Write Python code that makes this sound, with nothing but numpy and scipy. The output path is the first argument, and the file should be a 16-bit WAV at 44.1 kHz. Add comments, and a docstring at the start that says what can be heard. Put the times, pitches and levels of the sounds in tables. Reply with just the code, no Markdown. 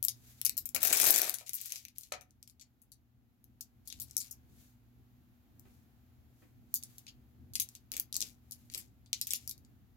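"""Polished stones click in a hand, are poured into a plastic tub and settle; one more is dropped in.
Then new stones are picked from a heap on the carpet, in short bursts of clicks.
Each click is a sharp coloured pulse with a rattle; the tub rings in decaying modes, hands brush in filtered noise.
A close stereo microphone, the stones to its left, in a small damped room with a low hum.
The hardest click of the pour makes the recorder turn its gain down for about three seconds."""
import sys
import numpy as np
from scipy import signal
from scipy.fft import rfft, irfft, next_fast_len
from scipy.io import wavfile
from scipy.ndimage import uniform_filter1d, minimum_filter1d

SR = 44100
rng = np.random.default_rng(int(sys.argv[2]) if len(sys.argv) > 2 else 0)


def inscribe(sig):
    """Save sig as 16-bit PCM at rate SR to the path in sys.argv[1].

    A 1-D sig is mono; a 2-D sig holds one channel per row.
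    Samples are clipped to [-1, 1] before scaling.
    """
    pcm = np.round(np.clip(np.atleast_2d(sig).T, -1, 1) * 32767)
    wavfile.write(sys.argv[1], SR, pcm.astype(np.int16))


N = 439236
TIME = np.arange(N) / SR


def amp(db):
    """Decibels to amplitude factor."""
    return 10 ** (np.asarray(db) / 20)


def unit(x):
    """Scales x to an RMS of one."""
    return x / np.sqrt(np.mean(x ** 2) + 1e-20)


def read(points, hz):
    """Reads a curve joined by straight lines over log frequency."""
    point_hz, value = np.transpose(points)
    return np.interp(np.log(hz + 1), np.log(point_hz + 1), value)


def add(mix, start_s, sound):
    """Lays a stereo sound into the mix at its start time."""
    part = mix[:, max(round(start_s * SR), 0):][:, :sound.shape[1]]
    part += sound[:, :part.shape[1]]


def colour(x, points):
    """Filters x by a spectrum in dB."""
    size = next_fast_len(N)
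    gain = amp(read(points, np.fft.rfftfreq(size, 1 / SR)))
    return irfft(rfft(x, size) * gain, size)[..., :N]


def drift(hz):
    """Slow random wander: normal values of unit spread, hz of them a second, joined by lines."""
    knots = np.arange(0, N / SR + 1, 1 / hz)
    return np.interp(TIME, knots, rng.standard_normal(len(knots)))


def causal(db):
    """The sharp-fronted (minimum-phase) pulse with this spectrum, by folding its cepstrum."""
    cepstrum = irfft(np.log(amp(np.maximum(db, -70))))
    half = cepstrum.shape[-1] // 2
    cepstrum[..., 1:half] *= 2
    cepstrum[..., half + 1:] = 0
    return irfft(np.exp(rfft(cepstrum)))[..., :half]


# colour of the room's rumble and hiss at the microphone: pitch_hz [Hz], relative_level_db [dB]
RUMBLE_SPECTRUM = [(20, -25.5), (40, -10), (57, -0.5), (80, 6), (100, -1), (125, 3.5), (160, -12.5),
                   (200, -5), (250, -4.5), (290, -8.5), (400, -22), (600, -35), (2000, -71)]
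HISS_SPECTRUM = [(200, -1.5), (550, -7), (730, 0.5), (1000, -5.5), (1350, -5), (2000, -8), (4000, -11.5),
                 (5800, -15.5), (6800, -13.5), (8700, -22), (12500, -8.5), (16000, -11.5)]
# how alike the two microphone sides are: pitch_hz [Hz], correlation [share]
SIDE_LIKENESS = [(50, 0.42), (400, .72), (1000, 0.012)]
# hum tones: pitch_hz [Hz], level_db [dB RMS]; both waver
HUM_TONES = [(57.5, -78), (118.6, -69.5), (242, -73)]


def floor():
    """Low rumble with a wavering hum, and faint hiss; the sides are most alike in the low mids."""
    a, b = rng.standard_normal((2, N))
    same = np.clip(read(SIDE_LIKENESS, np.fft.rfftfreq(N, 1 / SR)), -1, 1)
    right = irfft(same * rfft(a) + np.sqrt(1 - same ** 2) * rfft(b), N)
    pair = np.array([a, right])
    rumble = amp(-65.0) * unit(colour(pair, RUMBLE_SPECTRUM)) * amp(2.9 * drift(hz=10))
    rumble *= amp([[1.2], [-1.2]])  # left a little louder
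    hiss = amp(-75.0) * unit(colour(pair, HISS_SPECTRUM)) * amp(0.59 * drift(hz=3.3))
    hum = np.zeros(N)
    for pitch_hz, level_db in HUM_TONES:
        level = amp(level_db + 2.7 * drift(hz=5.4)) * np.sqrt(2)
        phase = 2 * np.pi * np.cumsum(pitch_hz + 1.5 * drift(hz=8)) / SR
        hum += level * np.sin(phase)
    return rumble + hum + hiss


# how long the small room rings at each pitch: pitch_hz [Hz], t60_s [s]
ROOM_DECAY = [(200, .3), (700, 0.23), (1500, 0.26), (3500, .17), (9000, 0.12), (16000, .12)]


def room(x, wet_db=-11, right_db=-4, soak_db=3, size=16384):
    """Dense faint reflections from carpet and furniture; the top is soaked up and dies first."""
    taps = rng.standard_normal((2, size)) * (rng.random((2, size)) < .15)
    hz, t, bands = signal.stft(taps, SR, nperseg=256)
    decay_db = -60 * t / read(ROOM_DECAY, hz)[:, None]
    soaked_db = soak_db * np.clip(hz / 6000 - 1, 0, 1)[:, None]
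    tail = signal.istft(bands * amp(decay_db - soaked_db), SR, nperseg=256)[1]
    # the reflections fade in between 0.5 and 1.5 ms
    tail *= np.clip(np.arange(tail.shape[1]) / SR / 0.001 - .5, 0, 1)
    tail /= np.linalg.norm(tail, axis=1, keepdims=True)
    wet = signal.oaconvolve(x.sum(0)[None], tail, axes=1)[:, :N]
    return amp(wet_db) * amp([[0], [right_db]]) * wet


# skin and carpet brushing, one swell a stroke: middle_s [s], half_length_s [s], level_db [dB]
HAND_STROKES = [(0.167, 0.054, -69.5), (0.296, 0.064, -60), (0.396, 0.025, -64.5), (4.615, 0.1, -66),
                (5.729, .11, -73.5), (6.42, .09, -75), (6.724, 0.016, -83), (6.914, 0.16, -66.5),
                (7.73, .07, -70), (8.598, 0.12, -71)]
# colour of the brushing: pitch_hz [Hz], relative_level_db [dB]
BRUSH_SPECTRUM = [(300, -8), (900, -13), (1700, -5), (3000, -5), (4400, -2.5), (5500, -4), (6700, 0.5),
                  (8700, -6), (12500, 1.5), (16000, -6)]


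def rubs():
    """The soft hiss of a hand moving: flickering coloured noise under rounded swells."""
    hiss = unit(colour(rng.standard_normal((2, N)), BRUSH_SPECTRUM)) * amp(1.4 * drift(hz=88.5))
    motion = sum(amp(level_db) * np.exp(-((TIME - middle_s) / half_s) ** 2)
                 for middle_s, half_s, level_db in HAND_STROKES)
    return amp([[1], [-1]]) * hiss * motion


# the tub or the fingers bump the carpet: start_s [s], relative_level_db [dB]
CARPET_BUMPS = [(.748, -47.5), (1.005, -48), (1.07, -49.5), (5.651, -61.5), (6.418, -59.5), (7.918, -60),
                (7.94, -58.5), (7.98, -58.5), (8.147, -58), (8.215, -56.5), (8.745, -56.5), (9.311, -63)]
# colour of the bumps: pitch_hz [Hz], relative_level_db [dB]
BUMP_SPECTRUM = [(40, -5.5), (90, -7), (250, 1), (450, -7.5), (700, -14), (1400, -17.5), (2500, -18.5),
                 (6000, -36.5)]


def thuds(size=5000):
    """Soft, ringless pushes: short bursts of coloured noise, partly shared by the two sides."""
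    out, t = np.zeros((2, N)), np.arange(size) / SR
    envelope = (1 - np.exp(-t / 0.0029)) * np.exp(-t / 0.019)
    for start_s, relative_db in CARPET_BUMPS:
        push = rng.standard_normal(size) + 1.105 * rng.standard_normal((2, size))
        add(out, start_s, amp(relative_db + 16.5) * push * envelope)
    return colour(out, BUMP_SPECTRUM)


# a stone strikes the tub: start_s [s], relative_level_db [dB]
TUB_BLOWS = [(.747, -38.5), (.76, -34), (.832, -35.5), (.928, -35.5), (1.001, -36.5), (1.014, -34.5),
             (1.071, -30.5), (1.087, -31.5), (1.2, -31), (1.245, -28), (1.281, -30), (1.411, -41),
             (1.737, -50), (2.1205, -23.5), (2.1355, -34)]
# the plastic tub's modes: pitch_hz [Hz], relative_level_db [dB], t60_s [s]
TUB_MODES = [(526, -13, 0.068), (603, -9.5, .07), (669, -1.5, .033), (737, -4.5, 0.065), (953, -6.5, .025),
             (1262, -11, .05), (1362, -9.5, .035), (1760, -10.5, 0.025), (2420, .5, .014),
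             (3051, -9, 0.0099), (4160, 3.5, .008)]


def tub(size=6000):
    """Each blow rings the tub's decaying modes, in a mix that depends on where it lands."""
    out, t = np.zeros((2, N)), np.arange(size) / SR
    pitch_hz, mode_db, t60_s = np.transpose(TUB_MODES)[:, :, None]
    sign = (-1) ** np.arange(len(TUB_MODES))[:, None]  # neighbouring modes start in opposite directions
    for start_s, blow_db in TUB_BLOWS:
        # the place shifts each mode's level (dB) and phase (radians) on each side
        place = rng.standard_normal((2, len(TUB_MODES), 1))
        level = amp(mode_db + place - 60 * t / t60_s)
        ring = (level * np.sin(2 * np.pi * pitch_hz * t + place) * sign).sum(1)
        add(out, start_s, amp(blow_db - 6.0) * ring)
    return out * amp([[1], [-1]])


# colour of a stone close to the microphone: pitch_hz [Hz], relative_level_db [dB]
STONE_SPECTRUM = [(1000, -3.5), (2300, 0.5), (3100, -3), (4300, 1), (5500, 3), (6700, 6.5), (8700, 0.5),
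                  (12500, 6), (15500, -3), (17000, -12.5)]
# colour of the right side against the left: pitch_hz [Hz], relative_level_db [dB]
RIGHT_SPECTRUM = [(1000, 6.5), (4000, 2), (6700, -5), (9000, -5), (12500, -0.5), (16000, -1.5)]


def contact(low_hz, slope_db, pan_db, ripple_db=2.5, size=1024):
    """One stereo click: a small stone radiates no bass, a soft contact no treble; hand and neighbours ripple it."""
    hz = np.fft.rfftfreq(size, 1 / SR) + 1
    db = read(STONE_SPECTRUM, hz) - 10 * np.log10(1 + (low_hz / hz) ** 8)
    db = db + slope_db * np.log2(1 + (hz / 6000) ** 2) / 2  # dB per octave well above 6 kHz
    chance = rng.standard_normal((2, len(hz)))
    ripple = np.array([unit(uniform_filter1d(side, size=17)) for side in chance])
    right_db = np.outer([0, 1], read(RIGHT_SPECTRUM, hz))
    pulse = causal(db + ripple_db * ripple + right_db)
    # fingers and stones close by scatter the pulse, dying with a 0.7 ms time constant
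    scatter = .27 * rng.standard_normal((2, 128)) * np.exp(-np.arange(128) / SR / .0007)
    scatter[:, 0] = 1
    pulse = signal.fftconvolve(pulse, scatter, axes=1)
    pulse[1] = np.roll(pulse[1], rng.integers(4, 18))  # reaches the right side later, in samples
    pulse *= amp([[pan_db / 2], [-pan_db / 2]]) / np.linalg.norm(pulse, axis=1, keepdims=True)
    return pulse / np.linalg.norm(pulse)


def crowd(per_s, spread_db, low_hz, slope_db, pan_db, count=24):
    """Many stones of different size touching at random, a few of them hard."""
    out = np.zeros((2, N))
    for _ in range(count):
        touches = rng.random(N) < per_s / count / SR
        hits = touches * amp(spread_db * np.minimum(rng.exponential(1, N), 3))
        stone_low_hz = low_hz * np.exp(0.4 * rng.standard_normal())
        stone = contact(stone_low_hz, slope_db + rng.standard_normal(), pan_db)
        out += signal.oaconvolve(hits[None], stone, axes=1)[:, :N]
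    return unit(out)


# stones slide over each other: start_s [s], length_s [s], relative_level_db [dB]
STONE_SLIDES = [(1.383, 0.02, -41.5), (1.459, 0.034, -38.5), (1.557, 0.22, -37.5), (1.95, 0.12, -52.5),
                (3.849, 0.42, -60.5), (4.203, 0.013, -47), (4.235, .11, -68), (8.194, 0.082, -47.5),
                (8.707, 0.1, -50), (9.167, 0.28, -58), (9.272, 0.04, -49.5)]
SLIDE_ATTACK_S, SLIDE_RELEASE_S = 0.009, 0.028


def slides():
    """Fine grating as stones shift in the heap: each slide starts quickly, holds and dies away."""
    grit = crowd(per_s=1500, spread_db=4, low_hz=2800, slope_db=-4, pan_db=7)
    motion = np.zeros(N)
    for start_s, length_s, relative_db in STONE_SLIDES:
        attack = np.clip((TIME - start_s) / SLIDE_ATTACK_S, 0, 1)
        release = np.exp(-np.maximum(TIME - start_s - length_s, 0) / SLIDE_RELEASE_S)
        motion += amp(relative_db) * attack * release
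    return amp(-5.0) * grit * motion


# colour of the tub wall and heap shaking: pitch_hz [Hz], relative_level_db [dB]
SHAKE_SPECTRUM = [(60, -23.5), (130, -12), (220, -0.5), (400, 5), (520, 0.5), (700, 9), (1080, -8.5),
                  (1350, -7), (1600, 2.5), (2100, -5.5), (3000, -10), (6000, -29.5)]
# the stream of stones starts, swells as the hand tips, and runs out
POUR_START_S, POUR_PEAK_S, POUR_ATTACK_S, POUR_FADE_S = 0.7985, 1.2, 0.027, 0.097
POUR_SWELL_DB_PER_S, CLATTER_DB, SHAKE_DB = 26.5, -26.5, -41.5


def pour():
    """The handful runs into the tub, whose wall and heap shake under it; one flow drives both."""
    before = np.maximum(POUR_PEAK_S - TIME, 0)
    after = np.maximum(TIME - POUR_PEAK_S, 0)
    attack = np.clip((TIME - POUR_START_S) / POUR_ATTACK_S, 0, 1)
    flow = attack * amp(-POUR_SWELL_DB_PER_S * before) * np.exp(-(after / POUR_FADE_S) ** 2)
    clatter = crowd(per_s=1000, spread_db=3.5, low_hz=1700, slope_db=-1.5, pan_db=9.0)
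    blows = rng.standard_normal(N) * (rng.random(N) < 450 / SR)  # 450 a second
    shake = unit(colour(blows * (1.1 + rng.standard_normal((2, N))), SHAKE_SPECTRUM))
    return flow * (amp(CLATTER_DB) * clatter + amp(SHAKE_DB) * amp([[1], [-1]]) * shake)


# stone meets stone: start_s [s], relative_level_db [dB], hardness as treble slope_db [dB per octave],
# relative rattle_db after it [dB]
STONE_CLICKS = [(0.0278, -18.5, 11, -3.5), (0.0401, -21.5, 9.5, -2), (.05, -12.5, 18, -22),
                (0.0841, -14.5, -2.5, -6.5), (0.4152, -21.5, 7, -30), (.45, -15.5, 12.5, 5.5),
                (0.4644, -16.5, -1.5, -7), (0.4951, -17, 6.5, -24), (0.5692, -29, 16, 4),
                (0.5784, -17.5, 13.5, 0), (0.6566, -25, 12, 1.5), (.6909, -30, 12, -9), (0.748, -17, 8, 2),
                (0.7627, -20.5, -5, -3.5), (0.8309, -9, 18.5, -4.5), (0.85, -14, 5, 0.5),
                (.873, -13.5, 15, 1), (0.9278, -10.5, 6, 2.5), (0.9718, -15, 11, 1), (1, -11.5, 4, -5),
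                (1.0135, -16.5, 6, 7.5), (1.0415, -14.5, 9, 4.5), (1.0627, -16.5, 1, 3.5),
                (1.069, -13.5, 21, 5), (1.086, -16, 7.5, 3.5), (1.1066, 3, 19.5, -4),
                (1.1413, -7.5, 3.5, .5), (1.161, -4.5, 11, -8), (1.1806, -5.5, 18, -1),
                (1.2183, -5, 21, -15), (1.2956, -8.5, 6.5, -20), (1.34, -18, 4, 4.5),
                (1.3858, -26.5, 2, -8), (1.4939, -19, 7, -11), (1.5335, -19, 8, -4), (1.543, -14, 23, 3),
                (1.614, -21, 12, -6), (1.6585, -23.5, 6, -1), (1.722, -16.5, 3.5, -10),
                (1.7585, -25.5, -9.5, 0.5), (1.8518, -26.5, -4.5, -21), (1.884, -36, -4, -4),
                (1.9837, -21, 12, -6.5), (2.01, -33.5, 7, -2), (2.034, -35, -3, 2), (2.1231, -19.5, -7, -5),
                (2.1386, -27, -33, -1), (2.211, -37, -1, -0.5), (2.308, -46.5, -1.5, -12),
                (2.4281, -33.5, -1, -8), (2.476, -37, -6, -3), (2.498, -40.5, -3, -2),
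                (2.597, -41.5, -16, 2.5), (2.612, -38, -12, 6), (2.818, -43.5, 13, 3.5),
                (2.9185, -39.5, 1.5, 5.5), (3.4422, -42, 10, -9.5), (3.609, -28, 6.5, 1),
                (3.8754, -34.5, 2, 5), (3.9015, -35.5, -14, -0.5), (3.9257, -30.5, -20, -9),
                (4, -30, 7.5, 4), (4.017, -31.5, 6, 5), (4.1108, -38, -12, -18), (4.1676, -15, -1, -29),
                (4.178, -24, 2, 4.5), (4.2033, -30.5, -10, 6.5), (4.311, -33.5, 5, 5),
                (5.596, -44.5, 11, -7), (6.7411, -14.5, 15, -3.5), (6.7559, -28, 5, 5.5),
                (6.8272, -39, -11, -3), (6.836, -30.5, -1, -7), (6.9828, -37, 4, -3),
                (7.0672, -41, -25, -1), (7.0799, -45, -19, 9), (7.536, -37.5, 2, 0),
                (7.5547, -20.5, -7, 0.5), (7.599, -19, 0.5, 5), (7.619, -27, 4, 3.5),
                (7.689, -37.5, 0.5, -9), (7.752, -37, -4.5, -3), (7.918, -26, -3, -9),
                (7.928, -34, 11, -1.5), (7.938, -32, -7, 1), (7.967, -24, 5.5, -5), (7.978, -32, -2, -4),
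                (7.9986, -16.5, 12, -11), (8.1271, -26.5, -14, -10), (8.143, -26.5, -12, -6),
                (8.1554, -25, -16, -5), (8.1659, -18, -1, -9), (8.2058, -22, -11, -17),
                (8.2165, -21.5, -12, -5), (8.2249, -22, -16, -14), (8.511, -33.5, 6, -8),
                (8.521, -33.5, 2, 3.5), (8.7001, -41.5, -16, -15), (8.7388, -33.5, -6, -3),
                (8.7478, -24, -4.5, -7.5), (8.7758, -36, 1.5, 10), (9.061, -53, -18, -1),
                (9.1307, -16.5, -16, -7), (9.2138, -19.5, -7.5, -3.5), (9.2701, -27, 9, 1),
                (9.3072, -21.5, -2, 1), (9.324, -30, -3, -10), (9.3352, -17, -2.5, -13),
                (9.3456, -30, -4, 4), (9.354, -31, 0, 5.5), (9.4766, -26.5, 2, -6),
                (9.4945, -26.5, 6, -1.5), (9.5116, -30, -2.5, -3.5), (9.579, -48.5, 0, -5),
                (9.649, -53, -10.5, -8.5)]
# each burst of handling has its own stones and place: start_s [s],
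# lowest radiated low_hz [Hz] (small stones = high), left over right pan_db [dB]
HANDLING_BURSTS = [(0, 3060, 12.3), (.35, 2380, 11.2), (.72, 1270, 15), (1.43, 2300, 8), (1.92, 3200, 9),
                   (2.07, 1405, 17), (2.3, 3760, 8.3), (4.06, 5430, 8.7), (6.6, 4400, 1), (6.93, 3200, 4.4),
                   (7.4, 3730, 4.8), (7.85, 2340, 4.5), (8.07, 4520, 5.2), (8.62, 3000, 6),
                   (9.02, 3600, 2.9), (9.245, 2900, 4.1), (9.42, 4200, 5)]


def clicks(rattle_gain_db=-1.0, rattle_s=.012, grate_per_s=2500, rebound_s=.0055, count=5, size=2200):
    """Each contact is followed by a few quick rebounds and a dying grate of surfaces."""
    out, t = np.zeros((2, N)), np.arange(size) / SR
    for start_s, relative_db, slope_db, rattle_db in STONE_CLICKS:
        burst = sum(start_s >= later[0] for later in HANDLING_BURSTS[1:])
        _, low_hz, pan_db = HANDLING_BURSTS[burst]
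        grate = rng.standard_normal(size) * (rng.random(size) < grate_per_s / SR) * (t > .001)
        rebound_times = np.cumsum(rebound_s * rng.uniform(.5, 1.5, count))
        rebounds = np.zeros(size)
        rebounds[np.minimum(rebound_times * SR, size - 1).astype(int)] = rng.uniform(.5, 1, count)
        rattle = (rebounds + 0.26 * grate) * np.exp(-t / rattle_s)
        rattle *= amp(rattle_db + rattle_gain_db) / np.linalg.norm(rattle)
        strength = amp(relative_db) * np.sqrt(SR / 1000)  # pulse energy counted over 1 ms
        add(out, start_s, strength * contact(low_hz, slope_db, pan_db))
        answer = contact(low_hz, slope_db, pan_db - 0.5)
        add(out, start_s, strength * signal.fftconvolve(answer, rattle[None], axes=1))
    return out


# the recorder's gain falls at once above the limit, waits, and creeps back
LIMIT_DB, HOLD_S, RECOVER_DB_PER_S = -6.5, 2.05, 7.5
EDGE_HZ = 16150  # the recorder's upper band limit


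def gain_control(x, size=88):
    """Turns the gain down by the excess of the loudest moment, holds it there, then recovers."""
    power_db = 10 * np.log10(abs(uniform_filter1d((x ** 2).sum(0), size)) + 1e-12)
    half = int(HOLD_S * SR / 2)
    headroom_db = np.minimum(LIMIT_DB - power_db, 0)
    # the origin turns the window to the past: each excess is held after it happens
    held_db = -minimum_filter1d(headroom_db, 2 * half + 1, origin=half, mode="constant")
    recovery = RECOVER_DB_PER_S * TIME
    cut_db = np.maximum.accumulate(held_db + recovery) - recovery
    return x / amp(uniform_filter1d(cut_db, size // 2))


def scene():
    """Stones and tub in the room, with the hand's rustle and the floor."""
    stones = clicks() + pour() + slides()
    knocks = tub() + thuds()
    stones_room = room(stones, wet_db=-11, right_db=-6)
    knocks_room = room(knocks, wet_db=-7.5, right_db=-1)
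    return stones + stones_room + knocks + knocks_room + rubs() + floor()


def record(dry):
    """Gain control; the hardest clicks are rounded off near full scale; then the band limit."""
    rounded = .8 * np.tanh(gain_control(dry) / .8)
    band = signal.firwin(255, EDGE_HZ, window=("kaiser", 8), fs=SR)
    return signal.oaconvolve(rounded, band[None], "same")


dry = scene()
out = record(dry)
inscribe(out)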